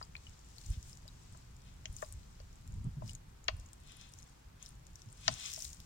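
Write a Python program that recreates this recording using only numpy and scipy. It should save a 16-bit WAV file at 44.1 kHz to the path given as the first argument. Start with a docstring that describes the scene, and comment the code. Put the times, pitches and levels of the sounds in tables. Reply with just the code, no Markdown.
"""Garden, outdoors: a plastic bottle with a perforated cap is squeezed over loose soil, close by on the left.
Shaped noise makes the hiss, mist and swish of thin jets; short noise splats patter on the crumbs, bubbles ring.
The bottle wall buckles with sharp clicks, built from struck modes; a last spurt swishes louder.
Noise with bass-heavy spectra makes light gusts on the microphone, over a quiet outdoor background."""
import sys
import numpy as np
from scipy import signal
from scipy.fft import rfft, irfft
from scipy.io import wavfile

SR = 44100
rng = np.random.default_rng(int(sys.argv[2]) if len(sys.argv) > 2 else 0)


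def unload_audio(sound):
    """Save the sound as a 16-bit wav file, at the path given as the first command line argument."""
    columns = np.transpose(np.atleast_2d(sound))
    # keep every value between -1 and 1, then stretch to whole-number steps
    steps = np.round(np.clip(columns, -1, 1) * 32767)
    wavfile.write(sys.argv[1], SR, steps.astype(np.int16))


N = 258186
TIME = np.arange(N) / SR
FREQS = np.maximum(np.arange(N // 2 + 1) * SR / N, 1)
SHORT = TIME[:4096]   # time axis of one short sound
PORE_WIDTH = 0.14   # bandwidth of a pore's resonance as a share of its pitch


def from_db(db):
    """Decibels to gain."""
    return 10 ** (np.asarray(db) / 20)


def rms_one(x):
    """Scale to unit rms."""
    return x / np.sqrt(np.mean(x ** 2) + 1e-20)


def level_curve(rows):
    """Read rows of time and decibels as a gain at every sample."""
    times, level_db = np.transpose(rows)
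    return from_db(np.interp(TIME, times, level_db))


def swells(rows, with_offset=False):
    """Each event swells to its height and dies away; powers add. The last dB column may offset the levels."""
    shape = 1.18   # 1 = pointed swells with long skirts, 2 = bell-shaped
    power = np.zeros(N)
    for row in rows:
        s, level_db, rise, fall = row[:4]
        away = np.abs(TIME - s) / np.where(TIME < s, rise, fall)
        offset_db = row[-1] if with_offset else 0
        swell = from_db(level_db + offset_db) * np.exp(-np.minimum(away, 20) ** shape)
        power += swell ** 2
    return np.sqrt(power)


def drift(rate):
    """Random values, rate per second, joined by straight lines."""
    knots = rng.standard_normal(4000)
    return np.interp(TIME * rate, np.arange(len(knots)), knots)


def at_hz(points):
    """Read a short spectrum at every frequency, on a logarithmic axis."""
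    hz, value = np.transpose(points)
    return np.interp(np.log(FREQS), np.log(hz), value)


def coloured(x, spectrum):
    """Give a noise a spectrum; rms 1."""
    return rms_one(irfft(rfft(x) * from_db(at_hz(spectrum)), N))


def resonate(x, hz, width_hz):
    """A two-pole resonance with gain about 1 at its top."""
    r = np.exp(-np.pi * width_hz / SR)
    zeros = np.array([1, 0, -1]) * (1 - r * r) / 2
    poles = [1, -2 * r * np.cos(2 * np.pi * hz / SR), r * r]
    return signal.lfilter(zeros, poles, x + 1e-18)


def ping(hz, t60, delay=0):
    """A struck mode: a sine that starts at height 1 and dies by 60 dB in t60."""
    t = np.maximum(SHORT - delay, 0)
    return np.sin(2 * np.pi * hz * t) * np.exp(-np.log(1000) * t / t60)


def add(track, s, sound):
    """Lay a short sound into a track."""
    i = max(int(s * SR), 0)
    track[i:i + len(sound)] += sound[:N - i]


def diffuse(x, envelope):
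    """Many small reflections under an envelope, different at each port; unit energy."""
    tail = rng.standard_normal((2, len(envelope))) * envelope
    tail /= np.linalg.norm(tail, axis=1, keepdims=True)
    return signal.fftconvolve(x[None], tail, axes=1)[:, :N]


def from_left(x, scatter_db):
    """Soil and paving scatter a brief tail; the shaded right port hears it all later, softer and duller."""
    right_lag_s, right_db, shadow_hz = .00055, -6, 11000
    envelope = (np.exp(-SHORT / 0.0046) + 0.19 * np.exp(-SHORT / 0.019)) * (SHORT > .0007)
    direct = np.array([x, np.interp(TIME - right_lag_s, TIME, x)])
    left, right = direct + from_db(scatter_db) * diffuse(x, envelope)
    shaded = signal.lfilter(*signal.butter(1, shadow_hz, fs=SR), right)
    return np.array([left, from_db(right_db) * shaded])


def yard(x, echo_db=-24, t60=0.65, dull_hz=2000):
    """Walls round the garden return a faint, dull tail."""
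    t = TIME[:SR]
    dull = signal.lfilter(*signal.butter(1, dull_hz, fs=SR), x)
    return from_db(echo_db) * diffuse(dull, np.exp(-np.log(1000) * t / t60) * (t > .012))


def air_noise(spectrum):
    """Noise from all around, most alike in the two ports in the bass."""
    # likeness of the two ports: pitch_hz, correlation (-1 to 1)
    air_likeness = [(50, 0.98), (150, 0.93), (300, 0.38), (600, -0.58), (1500, 0.13), (16000, -0.13)]
    alike = np.clip(at_hz(air_likeness), -1, 1)
    mid, side = rfft(rng.standard_normal((2, N)))
    common = np.sqrt(1 + alike) * mid
    opposed = np.sqrt(1 - alike) * side
    return coloured(irfft([common + opposed, common - opposed], N), spectrum)


def outdoors():
    """A wavering breeze and a few gusts rumble and flutter on the microphone over the far background."""
    # breeze between the gusts: start_s, rumble_db (before the rumble's trim)
    breeze_levels = [(0, -59), (1.0, -58.5), (2.2, -58), (3.3, -59), (4.4, -62.5), (5.1, -59.5),
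                     (5.85, -59)]
    # gusts: height_s, rumble_db (before trim), rise_s, fall_s, flutter_db (relative to the rumble)
    gusts = [(.705, -33, 0.02, .025, -15), (.78, -43, 0.016, 0.018, -11), (1.9, -43, 0.028, 0.056, -11),
             (2.17, -47, 0.086, 0.05, -20), (2.79, -40, 0.091, 0.097, -7.5),
             (2.86, -45, 0.011, 0.024, 10.5), (2.98, -51, .01, .012, 10), (3.035, -42.5, 0.043, 0.064, -2),
             (3.54, -41.5, 0.039, 0.06, -16), (4.76, -55.5, 0.045, .03, -4),
             (5.07, -59.5, 0.015, 0.046, 6.5), (5.295, -59.5, 0.018, 0.034, 16)]
    # relative spectra of rumble, flutter and far garden: pitch_hz, level_db
    rumble_spectrum = [(15, -10.5), (30, 2), (60, 1.5), (100, -1.5), (140, -28.5), (250, -61), (2000, -100)]
    flutter_spectrum = [(70, -14.5), (120, 4), (160, -1), (220, -10.5), (320, -23), (500, -38.5),
                        (1000, -36), (6000, -100)]
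    garden_spectrum = [(100, -4), (250, 1), (400, -2), (600, -3.5), (900, -2.5), (1300, -5.5), (2000, -9),
                       (3500, -12.5), (7000, -18.5), (11000, -20.5), (15000, -22.5)]
    waver_db, wavers_per_s = 2.5, 21
    breeze_flutter_db, garden_db = -5, -65.5   # the flutter is relative to the rumble
    breeze = level_curve(breeze_levels) * from_db(waver_db * drift(wavers_per_s))
    rumble = np.hypot(breeze, swells(gusts))
    flutter = np.hypot(from_db(breeze_flutter_db) * breeze, swells(gusts, with_offset=True))
    wind = from_db(1.5) * rumble * air_noise(rumble_spectrum)
    wind = wind + from_db(1.0) * flutter * air_noise(flutter_spectrum)
    return wind + from_db(garden_db) * air_noise(garden_spectrum)


def patter(per_s=260, size_db=9.5, spit_db=-20, splat_s=0.00091, count=14):
    """Countless droplets of uneven size splat on crumbs of many pitches; rms 1."""
    sizes = from_db(size_db * np.minimum(rng.exponential(1, N), 2.6))
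    landed = sizes * (rng.random(N) < per_s / SR)
    dealt = rng.integers(0, count, N)   # which pitch each droplet gets
    fizz = rng.standard_normal(N)
    decay = [1, -np.exp(-1 / (splat_s * SR))]
    out = np.zeros(N)
    for k, hz in enumerate(np.linspace(4200, 8800, count)):
        burst = fizz * signal.lfilter([1], decay, landed * (dealt == k) + 1e-18)
        out += resonate(burst, hz, PORE_WIDTH * hz) + from_db(spit_db) * burst
    return rms_one(signal.sosfilt(signal.butter(2, [2600, 10500], "band", fs=SR, output="sos"), out))


def spray(soak_db=-6, mist_db=0, flicker_db=8.0, grain_db=4.0):
    """The jets soak in with a grainy hiss; thrown water adds fine mist and a lagging patter."""
    # steady flow of the jets onto the soil: start_s, hiss_db (before trim)
    flow_levels = [(0, -68), (.1, -75.5), (.28, -68.5), (.42, -72.5), (.65, -68), (1.0, -73), (1.33, -70),
                   (1.55, -76.5), (2.2, -73), (3.0, -77.5), (3.35, -80), (3.62, -74), (3.78, -77),
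                   (4.3, -74), (4.53, -81), (5.85, -69.5)]
    # extra water thrown by a shake or squeeze:
    # height_s, hiss_db (before trim), rise_s, fall_s, mist_db (relative to the hiss)
    splashes = [(.72, -66, 0.13, .04, 1.5), (.9, -66, 0.086, 0.044, 0.5), (2.0, -65.5, 0.066, 0.1, 2.5),
                (3.09, -62, 0.035, 0.031, -3), (4.19, -69, .03, 0.02, -2), (4.65, -68, 0.033, 0.066, -1),
                (5.0, -70, 0.035, 0.03, -8), (5.28, -61.5, 0.087, 0.056, -10), (5.5, -52, 0.14, 0.1, -5),
                (5.63, -57.5, 0.093, 0.073, 4)]
    # relative spectra of hiss and mist: pitch_hz, level_db
    hiss_spectrum = [(700, -37), (1500, -16), (2500, -9), (4000, -6.5), (5500, -4), (6700, -3.5),
                     (8000, -4.5), (9500, -22), (11000, -35), (16000, -27)]
    mist_spectrum = [(3000, -28), (6000, 12), (9000, 8), (11000, -2), (15500, 1)]
    flow_mist_db, flow_patter_db, splash_patter_db = -11, 0.5, 6.5   # relative to the hiss before trim
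    patter_lag_s = 0.023   # thrown water breaks into drops, which land a little after the hiss
    flow = level_curve(flow_levels)
    thrown = swells(splashes)
    landed = np.interp(TIME - patter_lag_s, TIME, thrown)
    hiss = np.hypot(flow, thrown)
    mist = np.hypot(from_db(flow_mist_db) * flow, swells(splashes, with_offset=True))
    breakup = np.hypot(from_db(flow_patter_db) * flow, from_db(splash_patter_db) * landed)
    flickering = rng.standard_normal(N) * from_db(flicker_db * drift(90))
    grainy = rng.standard_normal(N) * from_db(grain_db * drift(270))
    soak = from_db(soak_db) * hiss * coloured(flickering, hiss_spectrum)
    fine = from_db(mist_db) * mist * coloured(grainy, mist_spectrum)
    landing = from_left(soak + fine + breakup * patter(), scatter_db=-11)
    # spray spread over a wide patch, weaker on the right
    wash = from_db(4) * hiss * air_noise(hiss_spectrum) + from_db(3.5) * mist * air_noise(mist_spectrum)
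    return landing + wash * from_db([[1], [-3]])


def bottle(crack_db=-7):
    """A fold runs across the wall: small stiff patches ring first, broad panels and the hollow body last."""
    # wall buckles: start_s, level_db, fold_run_s, centre_hz, spread_octaves, hollow_db, hollow_hz
    # (levels before the filters below)
    buckles = [(0.0117, -36.5, 0.0028, 1140, 0.42, -59, 606), (0.152, -53, 0.00071, 2800, 1.3, -75, 600),
               (1.052, -64, 0.0021, 900, .8, -50, 604), (1.347, -44.5, 0.0023, 900, 0.34, -52, 630),
               (1.855, -28.5, .002, 3100, 0.23, -52, 620), (1.856, -28.5, .001, 6860, 0.13, -72, 600),
               (2.021, -27, 0.0061, 1190, 0.79, -28, 610), (2.401, -44, 0.00091, 4700, 1.3, -46, 570),
               (3.018, -40, 0.00393, 865, 0.27, -37.5, 604), (3.481, -13.5, 0.0053, 2600, 1.7, -28, 630),
               (5.2794, -10, 0.0026, 4170, 2.26, -23.5, 648), (5.572, -42.5, 0.0045, 880, 0.14, -43, 650)]
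    # modes of the thin wall: pitch_hz, level_db (relative), t60_s
    wall_modes = [(350, -6, 0.031), (440, -21, 0.019), (777, -2, 0.032), (874, -3, 0.025),
                  (1047, 0.5, 0.031), (1277, -0.5, 0.025), (1460, -1, 0.018), (1800, -1, 0.023),
                  (2260, -2, 0.017), (2540, 1.5, 0.012), (2800, 0, 0.017), (3285, 0, 0.01),
                  (3520, -8, 0.0089), (4440, 8.5, 0.01), (5070, 1, 0.0075), (5720, 4, 0.0096),
                  (6220, -1, 0.011), (6940, -6, 0.0037), (8100, -14, 0.0055)]
    hollow_t60_s = .036
    out = np.zeros(N)
    hz, mode_db, t60 = np.transpose(wall_modes)
    for s, level_db, run, centre_hz, spread, hollow_db, hollow_hz in buckles:
        weight = from_db(mode_db) * np.exp(-.5 * (np.log2(hz / centre_hz) / spread) ** 2)
        delay = run * (np.linspace(.75, 0, len(hz)) + .25 * rng.random(len(hz)))
        wall = sum(w * ping(f, t, d) for w, f, t, d in zip(weight, hz, t60, delay))
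        wall = wall / np.linalg.norm(weight)
        crackle = rng.standard_normal(len(SHORT)) * np.exp(-SHORT / run)
        for _ in range(2):
            crackle = resonate(crackle, centre_hz, 0.41 * centre_hz * spread)
        crackle *= from_db(crack_db) * np.linalg.norm(wall) / np.linalg.norm(crackle)
        hollow = from_db(hollow_db) * ping(hollow_hz, hollow_t60_s, run)
        add(out, s, from_db(level_db) * (wall + crackle) + hollow)
    # the clicks carry little bass below 400 Hz
    out = signal.sosfilt(signal.butter(2, 400, "high", fs=SR, output="sos"), out)
    return signal.sosfilt(signal.butter(6, 7800, fs=SR, output="sos"), out)


def stray_drops():
    """Mostly smaller drops at random moments: rows of start_s, level_db (before trim), pitch_hz."""
    per_s, mean_db, spread_db = 5, -51, 3
    middle_hz, spread_octaves = 6970, 0.28
    chance = rng.standard_normal((200, 2))
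    times = np.cumsum(rng.exponential(1 / per_s, len(chance)))
    return [(s, mean_db + spread_db * size, middle_hz * 2 ** (spread_octaves * pitch))
            for s, (size, pitch) in zip(times, chance) if s < TIME[-len(SHORT)]]


def drops(trim_db=5, spit_db=-21, low_hz=3600):
    """Each drop bursts in a tiny splat, coloured by the pore it hits; a few bubbles ring."""
    # biggest drops on the crumbs: start_s, level_db (before trim and filter), pitch_hz
    big_drops = [(0.5818, -40, 4400), (0.6626, -41.5, 6600), (0.8268, -43, 6200), (0.9713, -41.5, 6400),
                 (1.078, -40.5, 4600), (1.324, -47.5, 7940), (1.373, -46, 7500), (1.9649, -32.5, 6600),
                 (2.02, -37.5, 6600), (2.1237, -36.5, 8000), (3.077, -42, 5030), (3.132, -43, 7300),
                 (3.1502, -35.5, 6440), (3.731, -40.5, 7800), (3.919, -41, 7050), (4.0113, -42, 6300),
                 (4.1361, -38, 6100), (4.1869, -44, 6360), (4.6259, -34.5, 6860), (4.66, -39, 5730),
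                 (4.8667, -46, 6350), (4.9556, -39.5, 6070), (5.018, -43, 5600), (5.1264, -43, 8040),
                 (5.339, -33, 6460), (5.5164, -36, 5850), (5.5356, -28.5, 6400), (5.6216, -27.5, 5940),
                 (5.6454, -32, 6600), (5.7297, -36, 6950), (5.801, -38, 4600)]
    # small bubbles at the cap: start_s, level_db, pitch_hz, t60_s
    cap_bubbles = [(0.027, -35, 4810, 0.025), (.153, -31.5, 2420, 0.027), (.166, -37.5, 4270, 0.015),
                   (.268, -42.5, 2910, 0.023), (1.085, -46, 3820, 0.022), (3.093, -41, 2950, 0.028),
                   (5.32, -40, 8100, 0.055), (5.324, -39, 5730, 0.031)]
    splat_s = 0.0008
    rise_per_s = 2.6   # a bubble's pitch climbs by this share of its start each second
    out = np.zeros(N)
    bursts = rng.standard_normal((120, len(SHORT))) * np.exp(-SHORT / splat_s)
    for (s, level_db, hz), burst in zip(big_drops + stray_drops(), bursts):
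        splat = resonate(burst, hz, PORE_WIDTH * hz) + from_db(spit_db) * burst
        add(out, s + .001, from_db(level_db + trim_db) * splat / np.abs(splat).max())
    out = signal.sosfilt(signal.butter(2, [low_hz, 13000], "band", fs=SR, output="sos"), out)
    for s, level_db, hz, t60 in cap_bubbles:
        phase = 2 * np.pi * hz * SHORT * (1 + rise_per_s * SHORT / 2)
        add(out, s, from_db(level_db - 60 * SHORT / t60) * np.sin(phase))
    return out


def spurt():
    """Harder squeezes make the jets swish: noise through a few broad resonances."""
    # spurts: height_s, swish_db, rise_s, fall_s
    spurts = [(.735, -56.5, .015, 0.025), (1.67, -64.5, .04, .07), (3.9, -56.5, 0.043, 0.078),
              (4.02, -56.5, 0.05, .07), (4.62, -61, .025, 0.054), (5.28, -48, 0.043, 0.087),
              (5.46, -44.5, 0.081, 0.04)]
    # resonances of the swish: pitch_hz, width_hz, level_db (relative)
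    spurt_modes = [(1120, 140, -2), (1800, 910, -11), (2600, 380, 1), (3400, 630, 3), (4130, 1600, -5.5),
                   (4600, 550, -31), (5850, 450, -1.5), (7040, 2000, -6.5)]
    rush = sum(from_db(db) * resonate(rng.standard_normal(N), hz, width) for hz, width, db in spurt_modes)
    band = signal.butter(3, [900, 8500], "band", fs=SR, output="sos")
    return swells(spurts) * rms_one(signal.sosfilt(band, rush))


def scene():
    """Bottle and water on the left, air all around."""
    snaps = bottle()
    clicks = from_left(snaps, scatter_db=-8) + yard(snaps)
    splats = from_left(drops(), scatter_db=-9)
    swish = from_left(spurt(), scatter_db=-5.5)
    return outdoors() + spray() + clicks + splats + swish


def record(dry):
    """The top is cut steeply just below 16 kHz."""
    return signal.sosfilt(signal.ellip(10, .1, 70, 15950, fs=SR, output="sos"), dry)


dry = scene()
out = record(dry)
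unload_audio(out)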